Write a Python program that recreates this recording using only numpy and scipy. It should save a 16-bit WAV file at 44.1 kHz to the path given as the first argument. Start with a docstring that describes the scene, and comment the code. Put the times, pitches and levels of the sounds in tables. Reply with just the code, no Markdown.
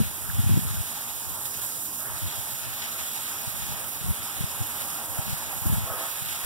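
"""Hose on potted shrubs in a breeze.

A nozzle a few metres to the right hisses and sputters; drops spatter on leaves and splash into
ringing clay pots. A fitful breeze buffets the left port of a phone, over a distant outdoor rumble.
The phone's stereo stage subtracts a delayed copy of each port from the other."""
import sys
import numpy as np
from scipy import signal
from scipy.fft import rfft, irfft
from scipy.io import wavfile
from scipy.ndimage import uniform_filter1d

SR = 44100
rng = np.random.default_rng(int(sys.argv[2]) if len(sys.argv) > 2 else 0)


def dump_mix(stems):
    """Bounce the given channels to the path in sys.argv[1] as a 16-bit WAV at rate SR."""
    frames = np.atleast_2d(stems).T  # one column per channel
    limited = np.clip(frames, -1, 1)  # hard clip at full scale
    pcm = np.round(limited * 32767).astype(np.int16)
    wavfile.write(sys.argv[1], SR, pcm)


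N = 284445
BINS_HZ = np.maximum(np.arange(N // 2 + 1) * SR / N, 1)


def spray():
    """A hand-held nozzle sweeps leaves and pots; air in the hose makes jet and impacts sputter together."""
    # nozzle sweep: time_s, jet_db, leaf_db, pot_db
    sweep = [(0.0, -32, -39.5, -47.5), (0.2, -31, -45, -47), (0.5, -32, -40.5, -45),
             (0.68, -30.5, -44, -46), (1.1, -31.5, -44, -47), (1.45, -30.5, -49, -46),
             (1.55, -31.5, -48, -49.5), (1.66, -28.5, -47.5, -46), (1.72, -31, -45.5, -52),
             (1.86, -30, -51, -49), (1.91, -32, -50, -49.5), (2.0, -29, -48, -47.5),
             (2.05, -32, -52, -43.5), (2.18, -31, -42.5, -44), (2.25, -31.5, -41.5, -47),
             (2.35, -30.5, -41.5, -45.5), (2.6, -31, -43.5, -47.5), (2.83, -33, -39.5, -46),
             (2.9, -31.5, -41, -46), (3.15, -30.5, -40, -47), (3.45, -31, -41, -45), (3.58, -31, -41, -48),
             (3.73, -30.5, -39.5, -44), (4.0, -32, -44.5, -46.5), (4.3, -32, -41, -45),
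             (4.95, -30.5, -43.5, -43.5), (5.01, -32.5, -43, -40), (5.08, -32, -50, -45),
             (5.15, -29.5, -46.5, -41), (5.27, -30.5, -41.5, -44.5), (5.35, -31, -42.5, -43),
             (5.47, -32, -39, -44.5), (5.53, -30, -45, -41), (5.6, -31, -43, -44.5),
             (5.67, -30, -44.5, -43), (5.77, -30, -41, -41.5), (5.85, -33, -40.5, -43.5),
             (5.92, -31.5, -44, -39), (6.02, -30, -38.5, -40), (6.13, -31, -39, -47),
             (6.45, -30.5, -38.5, -44)]
    # spurts hitting the leaves: start_s, lift_db
    spurts = [(1.454, 7.5), (1.539, 7), (1.617, 5.5), (1.854, 7.5), (2.003, 3), (2.167, 3.5), (2.819, 6.5),
              (2.989, 3), (4.005, 5.5), (4.218, 4.5), (4.781, 4.5), (4.9, 4.5), (4.968, 3), (6.285, 4.5)]
    # shading by the phone's body: freq_hz, left_minus_right_db
    body_shade = [(500, -2.5), (1100, -3), (1600, -6), (2800, -3.5), (6500, -3.5), (8600, -5), (9700, -6),
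                  (10800, -5.2), (12000, -8.3), (14000, -9), (15200, -5)]
    hand_wander_db = (0.2, 0.5, 0.11)  # jet, leaf, pot
    jet_db, leaf_db, pot_db = (c + db * walk(22.125) for c, db in zip(curves(sweep), hand_wander_db))
    sputter = 0.8 * walk(60) + 0.6 * walk(130)
    sputter -= uniform_filter1d(sputter, SR // 14)
    t, fade_s = np.arange(N) / SR, 0.014
    spurt_db = sum(db * (t >= s) * np.exp(-np.abs(t - s) / fade_s) for s, db in spurts)
    shade = spectrum(body_shade)
    return (jet_hiss(jet_db + 0.33 * spurt_db, sputter, shade)
            + leaf_spatter(leaf_db + spurt_db, sputter, shade)
            + pot_splash(pot_db, sputter, shade))


def jet_hiss(level_db, sputter, shade):
    """Water leaves the nozzle with a high, grainy hiss."""
    # jet spectrum: freq_hz, density_db
    colour = [(5000, -16.5), (6200, -12.5), (7500, -8.5), (8600, -1), (9700, -1.5), (10800, -2),
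              (12000, 0.5), (12900, 0.5), (14000, -2.5), (15200, -4.5)]
    jet = banded_noise(colour, drops(per_s=6000, share=0.39), shade, likeness=0.032, lag_s=7e-5,
                       common_db=0.45 * sputter, flicker_db=0.56)
    return undb(level_db) * jet


def leaf_spatter(level_db, sputter, shade):
    """Drops patter on leaves; the treble slowly rises and falls."""
    # spatter spectrum: freq_hz, density_db
    colour = [(1500, -4.5), (2200, 1.5), (2800, -3.5), (3400, -1.95), (3900, -1.5), (4600, -6.5),
              (5300, -4.5), (6500, -6.5), (7600, -2), (8600, -59)]
    # shelf above treble_hz: time_s, gain_db
    shelf = [(0.0, -2.5), (0.9, 3.2), (1.8, 6.5), (2.3, 1.3), (3.4, 0.1), (4.2, -0.5), (5.0, 2.5),
             (5.8, -2), (6.45, -1.6)]
    treble_hz = 4400
    spatter = banded_noise(colour, drops(per_s=2500, share=0.18), shade, likeness=0.3, lag_s=5e-5,
                           common_db=0.37 * sputter, flicker_db=0.81)
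    treble = filtered(spatter, 1 / (1 + (treble_hz / BINS_HZ) ** 6))
    return undb(level_db) * (spatter + treble * (undb(curves(shelf)[0]) - 1))


def pot_splash(level_db, sputter, shade):
    """Water splashes into the pots; a fuller splash sounds deeper."""
    # splash spectrum: freq_hz, density_db
    colour = [(350, -7.5), (500, -9), (650, -1.7), (860, 1.5), (1100, -3), (1400, -1.5), (2000, -4),
              (2600, -9.5)]
    splash = banded_noise(colour, drops(per_s=900, share=0.23), shade, likeness=0.68, lag_s=1.1e-4,
                          common_db=0.3 * sputter, flicker_db=0.98)
    splash = pot_resonance(splash)
    bass_db = 0.32 * (level_db - np.mean(level_db))
    return undb(level_db) * (splash + lowpass(splash, cutoff_hz=613) * (undb(bass_db) - 1))


def pot_resonance(x):
    """Hollow clay pots lift narrow bands of the noise that excites them."""
    # pot modes: freq_hz, width_hz, lift_db
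    modes = [(235.3, 8.1, 10), (295.5, 6.6, 9.5), (404, 7.3, 3), (554, 31, 4), (1090, 28, 1),
             (1240, 15, 1.5)]
    return filtered(x, 1 + sum((undb(db) - 1) * resonance(hz, width) for hz, width, db in modes))


def leaf_slaps():
    """Heavy drops hit a leaf with a ragged splat."""
    # slaps: time_s, level_db, pitch_hz, length_ms
    slaps = [(.040, -37, 2100, 5.0), (.300, -31, 1750, 2.8), (.313, -42, 1250, 3.0), (5.531, -40, 830, 9)]
    return wavelets(slaps, glide=0.11, rise=3.0) * (1 + 0.2 * walk(900)) * port_gains(-3, 0)


def deep_pot():
    """Drops falling inside a deep pot ring its hollow."""
    # hollow's modes: freq_hz, width_hz, gain_db
    modes = [(543, 70, -2.5), (655, 48, -0.5), (1100, 36, 0), (1270, 28, 2)]
    # ring as the jet falls inside: time_s, level_db
    inside = [(0.0, -63.5), (4.9, -62), (5.15, -55.5), (5.4, -60), (5.7, -50), (5.78, -51), (5.85, -50),
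              (5.93, -42), (6.03, -42), (6.12, -56), (6.45, -60)]
    hollow = sum(undb(db) * resonance(hz, width) for hz, width, db in modes)
    ring = unit_rms(filtered(drops(per_s=300, share=0.52)[0], hollow))
    return ring * undb(curves(inside)[0] + 2.44 * walk(20)) * port_gains(-3, 0)


def wind():
    """Eddies rumble and buffet on the left port; the right is sheltered."""
    # breeze strength: time_s, level_db
    gusts = [(0.0, -26.5), (0.14, -53), (0.3, -46), (0.37, -37), (0.41, -36), (0.55, -31), (0.66, -35.5),
             (0.8, -44.5), (0.9, -60), (1.15, -52), (1.55, -62), (1.85, -73), (2.25, -41), (2.45, -53),
             (2.7, -50), (3.33, -66), (3.45, -51), (3.75, -44), (3.93, -64), (4.1, -34), (4.15, -48),
             (4.26, -56), (4.45, -46), (4.92, -64), (5.26, -41), (5.5, -48.5), (5.63, -44), (5.67, -32),
             (5.76, -35), (5.92, -41), (6.1, -76), (6.25, -44.5), (6.45, -60)]
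    # eddy spectrum: freq_hz, density_db
    colour = [(25, -47), (50, 1), (90, -9), (140, -4), (220, -6), (320, -28), (450, -28.5), (700, -49)]
    gust_db, = curves(gusts)
    eddies = filtered(rng.standard_normal((2, N)), spectrum(colour))
    dull = unit_rms(lowpass(eddies, cutoff_hz=150))
    brightness = np.clip((gust_db + 52) / 25, 0, 1)  # faster air sheds smaller eddies
    rumble = (1 - brightness) * dull + brightness * unit_rms(eddies)
    rumble *= undb(gust_db + 3.5 * walk(35))
    return rumble * port_gains(2.5, -16) + buffets(gust_db) * port_gains(0.6, -30)


def buffets(gust_db):
    """Puffs of air thump the port; strong ones steepen and carry overtones."""
    # strong buffets: time_s, level_db, pitch_hz, length_ms
    strong = [(0.017, -23, 137, 15), (0.394, -15.5, 113, 18), (0.441, -17.5, 112, 11),
              (0.469, -14.5, 104, 12), (0.496, -14.5, 170, 11), (0.52, -11.5, 108, 23),
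              (0.54, -13, 120, 11), (0.561, -16, 139, 7.7), (0.575, -10, 148, 8.5), (0.592, -19, 190, 7),
              (0.635, -23, 100, 12), (0.655, -15, 93.5, 9.6), (0.71, -24, 109, 17), (0.735, -23, 106, 8.3),
              (0.774, -24, 80, 20), (0.807, -21.5, 98, 14), (2.25, -28, 96, 39), (3.478, -25, 118, 9.2),
              (4.017, -29, 130, 8), (4.046, -26, 140, 9.9), (4.065, -26, 78, 13), (4.105, -15, 99, 13),
              (4.41, -21, 136, 6.5), (4.442, -18, 124, 7.8), (4.613, -19.5, 108, 16),
              (5.192, -17, 109, 7.7), (5.332, -22, 107, 8.5), (5.623, -26, 109, 8.8),
              (5.659, -24.5, 260, 5.5), (5.669, -15.5, 88, 13), (5.701, -16, 131, 10),
              (5.723, -19.5, 101, 11), (5.774, -20, 110, 18), (5.82, -24, 95, 10), (5.837, -19.5, 100, 10),
              (5.911, -28, 95, 16), (6.223, -27, 114, 7.1)]
    puffs = wavelets(np.vstack([strong, weak_buffets(gust_db)]), glide=0.1, rise=3.2)
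    return puffs + 2.0 * filtered(puffs ** 2, BINS_HZ > 150) + 3.1 * filtered(puffs ** 3, BINS_HZ > 330)


def weak_buffets(gust_db, count=60, cap_db=-23, length_ms=30):
    """Rows of weak buffets at random times, following the breeze's strength."""
    time_s = rng.random(count) * (N - 1) / SR
    level_scatter, pitch_scatter = rng.standard_normal((count, 2)).T
    level_db = np.minimum(gust_db[(time_s * SR).astype(int)] + 12.5 + 2.5 * level_scatter, cap_db)
    pitch_hz = 95.6 * np.exp(0.13 * pitch_scatter)
    return np.transpose([time_s, level_db, pitch_hz, np.full(count, length_ms)])


def distant_rumble(swell_db):
    """Outdoor rumble sets the lowest pot modes humming."""
    # rumble spectrum: freq_hz, density_db
    colour = [(40, -4), (100, 5), (200, -7), (300, -12.5), (450, -16.5), (700, -30)]
    rumble = banded_noise(colour, rng.standard_normal((2, N)), shade=0.96, likeness=1.0, lag_s=7e-5,
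                          common_db=swell_db, flicker_db=0.81)
    return undb(-45) * pot_resonance(rumble)


def drops(per_s, share):
    """Hiss with a share of its power in single uneven impacts; one stream a port."""
    hits = (rng.random((2, N)) < per_s / SR) * rng.standard_normal((2, N))
    return np.sqrt(share) * unit_rms(hits) + np.sqrt(1 - share) * rng.standard_normal((2, N))


def banded_noise(colour, streams, shade, likeness, lag_s, common_db, flicker_db):
    """Coloured noise in flickering third octaves; left port shaded and late, right port at rms 1."""
    own, right = streams
    left = likeness * right + np.sqrt(1 - likeness ** 2) * own
    ports = rfft([left, right]) * spectrum(colour)
    ports[0] *= shade * delay(lag_s)
    out, bin_band = 0, 3 * np.log2(BINS_HZ)
    for band in np.arange(np.floor(3 * np.log2(colour[0][0])), 3 * np.log2(colour[-1][0]) + 1):
        skirt = np.cos(np.pi / 2 * np.clip(bin_band - band, -1, 1)) ** 2
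        out = out + irfft(ports * skirt, N) * undb(common_db + flicker_db * walk(24.084))
    return out / np.sqrt(np.mean(out[1] ** 2))


def wavelets(rows, glide, rise):
    """Short tones of random phase: quick rise, slower fade, falling pitch."""
    out = np.zeros(N)
    for (time_s, level_db, pitch_hz, length_ms), phase in zip(rows, rng.random(len(rows))):
        first, last = int((time_s - length_ms / 400) * SR), int((time_s + length_ms / 300) * SR)
        i = np.arange(max(first, 0), min(last, N))
        age_s = i / SR - time_s
        progress = age_s / (length_ms / 1000)
        envelope = np.exp(-np.where(progress < 0, rise, 1.6) * progress ** 2)
        cycles = pitch_hz * age_s * (1 - glide * progress) + phase
        out[i] += undb(level_db) * envelope * np.sin(2 * np.pi * cycles)
    return out


def walk(rate_hz):
    """Random steps, smoothed twice."""
    hold = int(SR / rate_hz)
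    steps = np.repeat(rng.standard_normal(N // hold + 1), hold)
    return 2.1 * uniform_filter1d(uniform_filter1d(steps, hold), hold)[:N]


def curves(table):
    """Columns of a timed table at every sample, corners rounded."""
    time_s, *columns = np.transpose(table)
    return [uniform_filter1d(np.interp(np.arange(N) / SR, time_s, c), SR // 25) for c in columns]


def spectrum(table):
    """Gain per bin from rows of freq_hz, gain_db."""
    freq_hz, gain_db = np.transpose(table)
    return undb(np.interp(np.log(BINS_HZ), np.log(freq_hz), gain_db))


def resonance(freq_hz, width_hz):
    return 1 / (1 + 2j * (BINS_HZ - freq_hz) / width_hz)


def delay(lag_s):
    return np.exp(-2j * np.pi * BINS_HZ * lag_s)


def filtered(x, response):
    return irfft(rfft(x) * response, N)


def lowpass(x, cutoff_hz):
    return filtered(x, 1 / (1 + (BINS_HZ / cutoff_hz) ** 4))


def undb(db):
    return 10 ** (np.asarray(db) / 20)


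def unit_rms(x):
    return x / np.sqrt(np.mean(x ** 2))


def port_gains(left_db, right_db):
    return undb([[left_db], [right_db]])


def scene():
    """Pressure at the left and right microphone ports."""
    swell_db = walk(1.5)
    return spray() + leaf_slaps() + deep_pot() + wind() + distant_rumble(swell_db)


def record(dry):
    """Phone: bass roll-off, delayed opposite port subtracted (less in the treble), steep top cut."""
    # share of the opposite port: freq_hz, gain_db
    crossfeed = [(60, -1.1), (400, -1.2), (900, 0), (4700, 0), (5400, -3), (6100, 0), (6800, 0), (7500, -4),
                 (8600, -9.5), (9700, -15), (10800, -22), (12900, -19), (15000, -16)]
    low_hz, top_hz = 40, 15710
    ports = rfft(dry) / np.sqrt(1 + (low_hz / BINS_HZ) ** 4)
    cross = spectrum(crossfeed) * delay(lag_s=4.65e-4)
    wide = irfft(ports - cross * ports[::-1], N)
    return signal.sosfilt(signal.ellip(12, 0.2, 80, top_hz, fs=SR, output="sos"), wide)


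dry = scene()
out = record(dry)
dump_mix(out)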